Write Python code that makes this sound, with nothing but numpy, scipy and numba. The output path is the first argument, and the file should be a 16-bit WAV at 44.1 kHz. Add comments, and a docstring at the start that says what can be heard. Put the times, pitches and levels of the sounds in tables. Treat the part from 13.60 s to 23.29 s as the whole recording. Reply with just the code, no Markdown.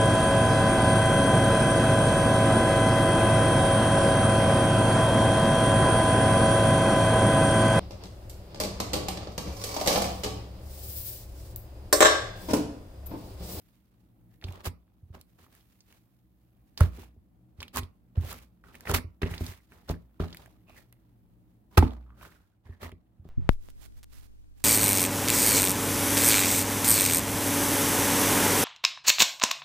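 """A small furnished room, at a light tabletop: sticky slime is dropped, pressed and peeled.
The board thuds under lump and fingers, trapped air pops, and skin peels off the slime in a dense
crackle of parting threads, with a squelch and small ringing bubbles. Stretched films fizz faintly.
Two microphones stand on the same table, over a low household hum."""
import sys
import numpy as np
from scipy import signal
from scipy.fft import rfft, irfft, next_fast_len
from scipy.io import wavfile
from numba import njit

SR = 44100
rng = np.random.default_rng(int(sys.argv[2]) if len(sys.argv) > 2 else 0)


def wrap_up_sound(samples):
    """Save the sound to the file named by the first command line argument, as 16-bit audio."""
    columns = np.atleast_2d(samples).T
    # keep every value between -1 and 1, then stretch to whole-number steps
    tamed = np.clip(columns, -1, 1)
    steps = np.round(tamed * 32767).astype(np.int16)
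    wavfile.write(sys.argv[1], SR, steps)


N = 427329


def from_db(db):
    return 10 ** (np.asarray(db) / 20)


def unit_rms(x):
    return x / np.sqrt(np.mean(x ** 2) + 1e-20)


def in_time(rows):
    """Table columns interpolated to every sample."""
    time_s, *columns = np.transpose(rows)
    return [np.interp(np.arange(N) / SR, time_s, column) for column in columns]


def at_hz(rows, hz):
    """Table value on a log-frequency axis."""
    freq_hz, values = np.transpose(rows)
    return np.interp(np.log(hz + 1), np.log(freq_hz), values)


def drift(rate_hz):
    """Slow random wander, rms 1."""
    hop = 40
    pole = np.exp(-2 * np.pi * rate_hz * hop / SR)
    slow = signal.lfilter([1], [1, -2 * pole, pole * pole], rng.standard_normal(N // hop + 2002))[2000:]
    return np.interp(np.arange(N) / hop, np.arange(len(slow)), unit_rms(slow))


def ring(force, hz, t60_s):
    """Damped mode: a unit click starts a unit sine."""
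    radius, angle = from_db(-60 / (t60_s * SR)), 2 * np.pi * hz / SR
    return signal.lfilter([0, np.sin(angle)], [1, -2 * radius * np.cos(angle), radius ** 2], force + 1e-18)


def stereo(mid, side, spectrum, correlation):
    """Two independent signals, coloured and mixed to left and right; rms 1."""
    size = next_fast_len(N)
    hz = np.arange(size // 2 + 1) * SR / size
    alike = np.clip(at_hz(correlation, hz), -1, 1)
    mid = rfft(mid, size) * np.sqrt(1 + alike)
    side = rfft(side, size) * np.sqrt(1 - alike)
    coloured = from_db(at_hz(spectrum, hz)) * np.array([mid + side, mid - side])
    return unit_rms(irfft(coloured, size)[:, :N])


def grains(per_s, spread_db, clump_db):
    """Slime threads let go at random: two trains of uneven, clumped clicks."""
    sizes = from_db(spread_db * np.minimum(rng.exponential(1, (2, N)), 3.5))
    signs = rng.choice([-1, 1], (2, N))
    parting = rng.random((2, N)) < per_s / SR
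    clumps = from_db(clump_db * (drift(85) + 0.72 * drift(12)))
    return sizes * signs * parting * clumps


# Room tone spectrum: freq_hz, density_db
HUM_SPECTRUM = [(12, -57), (20, -23), (60, 1), (88, -12.5), (123, 2.5), (146, -26.5), (172, -3.5),
                (285, -15), (319, -8), (347, -21.5), (499, -25), (759, -26.5), (1090, -36.5), (5680, -53.5),
                (16000, -47)]
# Room tone loudness: time_s, level_db
HUM_CURVE = [(0, -62.5), (5.5, -61), (8.1, -59.5), (8.6, -58), (8.85, -67), (9.1, -64), (9.69, -58)]
# Room tone, left against right: freq_hz, correlation
HUM_CORRELATION = [(60, 0.56), (290, 0.94), (640, 0.033), (1400, 0), (3000, 0)]

def hum():
    """Household room tone, wavering slightly."""
    level_db, = in_time(HUM_CURVE)
    tone = stereo(*rng.standard_normal((2, N)), HUM_SPECTRUM, HUM_CORRELATION)
    return tone * from_db(level_db + 1.8 * drift(0.77))


# Faint rustle of stretching slime: time_s, crackle_db, squelch_db, fizz_db
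STRETCH_RUSTLE = [(0, -70.5, -87, -72), (.35, -79.5, -79.5, -84), (.78, -87, -84.5, -75),
                  (1.3, -86, -80, -84), (2.0, -69, -84.5, -73), (2.7, -83, -85, -81),
                  (3.15, -80, -79.5, -78.5), (3.599, -87.5, -87, -86.5), (7, -83.5, -75.5, -79.5),
                  (8.1, -86.5, -88, -85), (8.9, -93, -87.5, -94), (9.69, -100, -82.5, -95)]

def fizz():
    """Thin stretched films fizz in the top treble."""
    _, _, fizz_db = in_time(STRETCH_RUSTLE)
    highpass = signal.butter(4, 11100, "high", fs=SR, output="sos")
    mid, side = signal.sosfilt(highpass, grains(6000, spread_db=2.5, clump_db=0))
    return from_db(fizz_db) * unit_rms(np.array([mid + side, mid - side]))


def bubbles():
    """Scattered small bubbles, each ringing 14 cycles at one of 12 pitches; rms 1."""
    births = grains(130, spread_db=2.5, clump_db=1)
    pitches_hz = np.geomspace(550, 4200, num=12)
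    choice = rng.integers(0, len(pitches_hz), N)
    mid, side = sum(ring(births * (choice == k), hz, t60_s=14 / hz) for k, hz in enumerate(pitches_hz))
    return unit_rms(np.array([mid + side / 2, mid - side / 2]))


# Fine crackle spectrum: freq_hz, density_db
CRACKLE_SPECTRUM = [(1500, 6), (3000, 4), (8000, -2.5), (10500, -2), (13500, 1), (16000, -1.5)]
# Coarse squelch spectrum: freq_hz, density_db
SQUELCH_SPECTRUM = [(250, -1), (600, 4), (1150, 3), (2000, -7.5), (3500, -8.5), (8000, -23)]
# Slime, left against right: freq_hz, correlation
SLIME_CORRELATION = [(300, 0.52), (1500, 0.043), (8000, 0.067)]

def peel(crackle_db, squelch_db, hollow_hz, hollow_db):
    """Parting threads crackle and squelch; bubbles ring in the hollow left by the finger."""
    crackle = stereo(*grains(11000, spread_db=1, clump_db=2.5), CRACKLE_SPECTRUM, SLIME_CORRELATION)
    squelch = stereo(*grains(2000, spread_db=3, clump_db=4), SQUELCH_SPECTRUM, SLIME_CORRELATION)
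    mid, side = grains(1200, spread_db=3, clump_db=3)
    hollow_hz = hollow_hz * (1 + 0.027 * drift(12))   # the hollow changes shape
    cavity = np.array([hollow(hollow(mid + way * side, hollow_hz), hollow_hz) for way in (0.5, -0.5)])
    wet = 0.75 * squelch + from_db(-5.5) * bubbles() + from_db(hollow_db) * unit_rms(cavity)
    return from_db(crackle_db) * crackle + from_db(squelch_db) * wet


@njit
def hollow(x, hz):
    """Finger hollow: a moving resonance, peak gain 1."""
    width_hz = 450
    radius = np.exp(-np.pi * width_hz / SR)
    out = np.zeros(len(x))
    for i in range(2, len(x)):
        feedback = 2 * radius * np.cos(2 * np.pi * hz[i] / SR) * out[i - 1] - radius ** 2 * out[i - 2]
        out[i] = (1 - radius ** 2) / 2 * (x[i] - x[i - 2]) + feedback
    return out


# Slime lands, is poked or peels off skin:
# peak_s, swell_ms, hold_ms, fade_ms_per_20db, crackle_db, squelch_db, hollow_hz, hollow_re_squelch_db
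SQUISH_EVENTS = [(0.722, 50, 24, 58, -71.5, -82, 1788, 5), (.84, 30, 110, 150.5, -62.5, -54, 3596, -18),
                 (1.066, 34, 3.3, 22, -34, -40.5, 1146, -11), (1.552, 32, 2.7, 43.5, -64, -48, 1193, -10),
                 (1.79, 13, 43, 82.5, -63, -64, 1173, -11), (1.95, 78, 21, 87, -64, -75, 1218, -20),
                 (2.31, 51, 50, 67.5, -64.5, -75, 2404, -13.5),
                 (3.177, 4, 3.5, 32.5, -45.5, -50.5, 4177, -6), (3.21, 19, 3, 58.5, -37.5, -31, 1157, -26),
                 (3.388, 120, 38, 72.5, -55.5, -57.5, 2477, -8.5),
                 (4.019, 61, 8.8, 56, -61, -52.5, 2210, -16), (4.166, 39, 30, 6, -32.5, -38, 1087, -13),
                 (4.21, 18, 2.7, 63.5, -60, -51, 1115, -12), (4.56, 10, 78, 103, -80.5, -53.5, 2800, -22),
                 (4.72, 170, 15, 83.5, -43, -50.5, 1307, -8),
                 (5.041, 6.9, 71, 96.5, -67.5, -61, 1330, -2.5), (5.153, 40, 1.9, 63, -56, -55, 1982, -12),
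                 (5.209, 37, 40, 45, -65, -62, 1900, -14), (5.257, 11, 20, 34.5, -50, -48, 1900, -4),
                 (5.298, 36, 4.1, 61.5, -38, -32, 1909, -11.5),
                 (5.341, 10, 23, 31.5, -28.5, -33, 2242, -17), (5.619, 3, 3.7, 5.5, -61, -38, 1964, -22),
                 (5.633, 13, 31, 123, -61, -45, 1972, -7.5), (5.712, 40, 42, 59.5, -52, -48.5, 1980, -0.5),
                 (5.809, 50, 91, 113.5, -47.5, -56.5, 2098, -3), (6.124, 54, 5, 300, -66.5, -62, 1784, -11),
                 (6.299, 27, 13, 39.5, -45, -36.5, 1090, -21.5),
                 (6.601, 7.9, 11, 120.5, -54.5, -41, 1200, -26),
                 (6.721, 77, 106, 170, -63, -60.5, 2115, -20), (7.09, 32, 64, 56, -71, -63, 2560, -4),
                 (7.178, 60, 7.1, 62.5, -54.5, -59.5, 1882, -2),
                 (8.119, 20, 44, 58, -66.5, -63, 1015, -3.5),
                 (8.176, 5.5, 1.4, 15.5, -27.5, -11.5, 1143, -17),
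                 (8.227, 65, 1.9, 126.5, -59.5, -40.5, 650, -2),
                 (8.451, 170, 89, 101, -99, -77.5, 1129, 5.5),
                 (8.629, 92, 4.3, 197.5, -54.5, -56.5, 1410, -4.5),
                 (9.06, 28, 80, 81.5, -73, -64.5, 1777, -5.5), (9.226, 34, 39, 42, -54, -45.5, 1860, -9),
                 (9.662, 36, 30, 100, -74.5, -70, 988, -7)]

def squishes():
    """Curves for peel(): squishes swell, hold and fade over the rustle; the loudest sets the hollow."""
    t = np.arange(0, N, 20) / SR
    peak_s, swell_ms, hold_ms, fade_ms, *layers_db, hz, hollow_db = np.transpose(SQUISH_EVENTS)[:, :, None]
    age_ms = (t - peak_s) * 1000
    swell = np.clip(1 + age_ms / np.maximum(swell_ms, 1), 0, 1) ** 1.6
    fade = from_db(-20 * np.maximum(age_ms - hold_ms, 0) / np.maximum(fade_ms, 2))
    crackle, squelch = from_db(layers_db) * swell * fade
    loudest = np.argmax(squelch, axis=0)
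    powers = [np.sum(layer ** 2, axis=0) + 1e-20 for layer in (crackle, squelch)]
    curves = np.column_stack([t, *powers, hz[loudest, 0], hollow_db[loudest, 0]])
    crackle_power, squelch_power, hz, hollow_db = in_time(curves)
    crackle_floor, squelch_floor, _ = from_db(in_time(STRETCH_RUSTLE))
    crackle_db = 10 * np.log10(crackle_power + crackle_floor ** 2)
    squelch_db = 10 * np.log10(squelch_power + squelch_floor ** 2)
    hollow_db += 10 * np.log10(squelch_power) - squelch_db   # the rustle has no hollow
    return crackle_db, squelch_db, hz, hollow_db


# Air pockets burst: start_s, level_db, pitch_hz, snap_re_level_db
AIR_POCKETS = [(0.814, -43, 3120, -14), (0.825, -41, 1770, -21), (0.8409, -27.5, 3400, -25),
               (0.8846, -38.5, 2400, -12), (0.924, -41.5, 2630, 1.5), (0.9759, -44, 500, -16),
               (1.0545, -42, 5860, 13), (1.0675, -30, 1010, -3), (1.5403, -53, 1030, -23),
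               (1.613, -45.5, 3740, 9), (1.842, -51, 1140, -28), (1.865, -49, 1170, -10),
               (1.951, -54, 1710, 6), (2.008, -54, 3520, -17), (2.122, -57, 3530, -20),
               (2.206, -43.5, 4740, -29), (2.305, -53, 2700, -25), (2.326, -46.5, 2220, -3),
               (3.176, -23, 3980, -17), (3.2076, -14, 1240, -5.5), (4.0045, -27, 3600, -18),
               (4.0182, -37, 1040, -5), (4.029, -25, 2600, -6.5), (4.081, -36.5, 3200, -8),
               (4.161, -25, 1150, 4), (4.1712, -18, 1060, 1.5), (4.233, -37.5, 3300, -6),
               (4.7166, -32, 3400, -1.5), (4.729, -35.5, 1300, 10), (4.7881, -41.5, 2350, 0),
               (5.0396, -43, 1380, -23), (5.144, -40.5, 1830, -16), (5.153, -37, 2160, -5),
               (5.208, -43, 1680, 25), (5.2549, -35, 1900, -15), (5.2731, -23, 1790, -23),
               (5.297, -26.5, 1290, -1.5), (5.3, -19, 410, -39), (5.322, -22, 400, -33.5),
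               (5.3148, -20.5, 948, 0.5), (5.3403, -19, 1110, -7), (5.384, -27, 1510, -7),
               (5.6192, -31, 1930, -17), (5.6197, -25, 420, -39.5), (5.6312, -19, 1820, -24),
               (5.66, -26.5, 400, -45), (5.661, -34, 2600, -23), (5.7387, -26.5, 2000, -27),
               (5.7798, -29.5, 3780, -14), (5.8653, -30, 4300, -5), (5.92, -40, 1880, -20),
               (5.937, -42, 2000, -25), (6.121, -42.5, 1750, -10), (6.2924, -29, 4500, -14),
               (6.298, -26, 620, -24.5), (6.6001, -28, 1150, -31), (6.628, -48, 890, -22),
               (6.705, -45, 3680, -4), (6.728, -32, 3700, -18), (6.747, -38, 1950, 0),
               (6.7708, -39.5, 3600, 14.5), (6.86, -42, 1730, -4), (7.3264, -47, 2070, 3.5),
               (8.174, -13, 2460, -12), (8.1775, -13, 1096, -14.5), (8.1781, -10, 640, -38.5),
               (8.189, -18.5, 1550, -2.5), (8.2259, -13.5, 830, -39), (8.228, -13.5, 232, -46),
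               (8.504, -47, 1170, -42), (8.629, -38, 1110, -13.5), (8.6512, -37.5, 1390, -10.5),
               (8.7222, -48, 1810, -19.5), (9.2574, -39, 1010, -15), (9.318, -40, 2150, -8.5)]

def pops():
    """Each pocket rings a few cycles, rising as it opens, with a wet splat and a crisp snap."""
    size = 2048
    rise_per_s, snap_t60_s, splat_t60_s = 7.3, 0.004, 0.032
    out, t = np.zeros((2, N + size)), np.arange(size) / SR
    highpass = signal.butter(1, 3000, "high", fs=SR)
    for start_s, level_db, hz, snap_db in AIR_POCKETS:
        white = rng.standard_normal((3, size))
        noise = white[0] + 0.8 * white[1:]   # shared plus per side
        tone = np.sin(2 * np.pi * hz * t * (1 + rise_per_s * t)) * from_db(-60 * t * hz / 12)
        snap = signal.lfilter(*highpass, noise) * from_db(min(snap_db, 8) - 1 - 60 * t / snap_t60_s)
        band = signal.butter(2, [hz / 1.2, hz * 1.5], "band", fs=SR)
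        splat = signal.lfilter(*band, noise) / np.sqrt(hz / 1000) * from_db(1 - 60 * t / splat_t60_s)
        at = round(start_s * SR)
        out[:, at:at + size] += from_db(level_db) * (tone + snap + splat)
    return out[:, :N]


# Lump or fingers load the board: start_s, push_db, upper_re_push_db
PUSHES = [(0.843, -30, -8.5), (0.886, -31, -27), (1.068, -27, -7), (1.429, -43.5, -27), (1.501, -39.5, -15),
          (3.208, -8, -17), (3.386, -40, 3), (3.565, -49, -2), (3.985, -38.5, -18.5), (4.185, -30, -18.5),
          (4.227, -32, -8), (4.574, -16.5, -14.5), (4.636, -27.5, -10), (5.298, -21.5, -8.5),
          (5.334, -21.5, -5.5), (5.444, -31, -9), (5.631, -22.5, 3.5), (5.712, -30, -33), (5.809, -24, 1.5),
          (5.886, -35, -22), (6.299, -24, 3), (6.601, -27, 8.5), (6.624, -29, 1.5), (8.178, -8, -6.5),
          (8.229, -16, 2.5), (9.054, -48, -14), (9.093, -34.5, -10), (9.225, -42.5, -3), (9.325, -43, 1.5),
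          (9.593, -43, -21), (9.653, -45.5, 7.5)]
# Low board modes: pitch_hz, gain_db, t60_s
LOW_MODES = [(60.3, -20, 0.8), (76, -16, 0.11), (88, 1.5, 0.15), (122, -10, 0.1), (166, -3.5, 0.055)]
# Upper board modes: pitch_hz, gain_db, t60_s
UPPER_MODES = [(169, 1, 0.11), (247, -2, 0.061), (280, -7.5, 0.066), (328, -10, 0.17), (377.6, -0.5, 0.064),
               (426, -4.5, 0.034), (630, -5, 0.04)]

def board(kneading):
    """Pushes strike the tabletop's modes; kneading keeps them stirring."""
    start_s, push_db, upper_db = np.transpose(PUSHES)
    at = np.round(start_s * SR).astype(int)
    load = kneading.copy()
    load[at] += from_db(push_db)
    wobble = ring(load, hz=120, t60_s=0.032) * from_db(-38)   # weight arrives as a wobble: lows swell in
    low = sum(ring(wobble, hz, t60_s) * from_db(gain_db) for hz, gain_db, t60_s in LOW_MODES)
    scatter_db = rng.normal(-6, 3, (len(at), len(UPPER_MODES)))
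    upper = np.zeros((2, N))
    for k, (hz, gain_db, t60_s) in enumerate(UPPER_MODES):
        force = kneading * from_db(gain_db)
        force[at] += from_db(push_db + upper_db + gain_db + scatter_db[:, k])
        pan_db = np.array([[2], [-2]]) * (-1) ** k   # nodal lines lie between the microphones
        upper += ring(force, hz, t60_s) * from_db(pan_db)
    cushion_hz = 600   # slime softens each contact
    pole = np.exp(-2 * np.pi * cushion_hz / SR)
    cushioned = signal.lfilter([(1 - pole) ** 2], [1, -2 * pole, pole ** 2], upper)
    return low * from_db([[-0.9], [0.9]]) + cushioned


# Room decay: freq_hz, t60_s
ROOM_DECAY = [(250, 0.32), (1000, 0.27), (8000, 0.15)]

def room(x):
    """Reverberation: a noise tail per side, dying faster in the treble."""
    t = np.arange(SR // 2) / SR
    white = rng.standard_normal((2, len(t)))
    tail, predelay_s = 0, 0.004
    for hz in 250 * 2.0 ** np.arange(6):
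        octave = signal.butter(2, [hz / np.sqrt(2), hz * np.sqrt(2)], "band", fs=SR, output="sos")
        decay = from_db(-60 * t / at_hz(ROOM_DECAY, hz)) * (t > predelay_s)
        tail = tail + signal.sosfilt(octave, white) * decay
    return signal.fftconvolve(x, tail / np.sqrt(np.sum(tail ** 2) / 2), axes=1)[:, :N]


def scene():
    """Slime, table, room and hum; the slime lies nearer the right microphone."""
    crackle_db, squelch_db, hollow_hz, hollow_db = squishes()
    kneading = rng.standard_normal(N) * from_db(squelch_db - 27.5)
    slime = pops() + fizz() + peel(crackle_db, squelch_db, hollow_hz, hollow_db)
    pan_db, left_lag_samples = [[-1.5], [1.5]], 4
    slime *= from_db(pan_db)
    slime[0] = np.roll(slime[0], left_lag_samples)
    table = board(kneading)
    return slime + table + room(from_db(-17) * slime + from_db(-14.5) * table) + hum()


def record(dry):
    """Band limit: 36 Hz to 15.9 kHz."""
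    highpass = signal.butter(4, 36, "high", fs=SR, output="sos")
    lowpass = signal.ellip(8, 0.5, 60, 15900, fs=SR, output="sos")
    return signal.sosfilt(lowpass, signal.sosfilt(highpass, dry))


dry = scene()
out = record(dry)
wrap_up_sound(out)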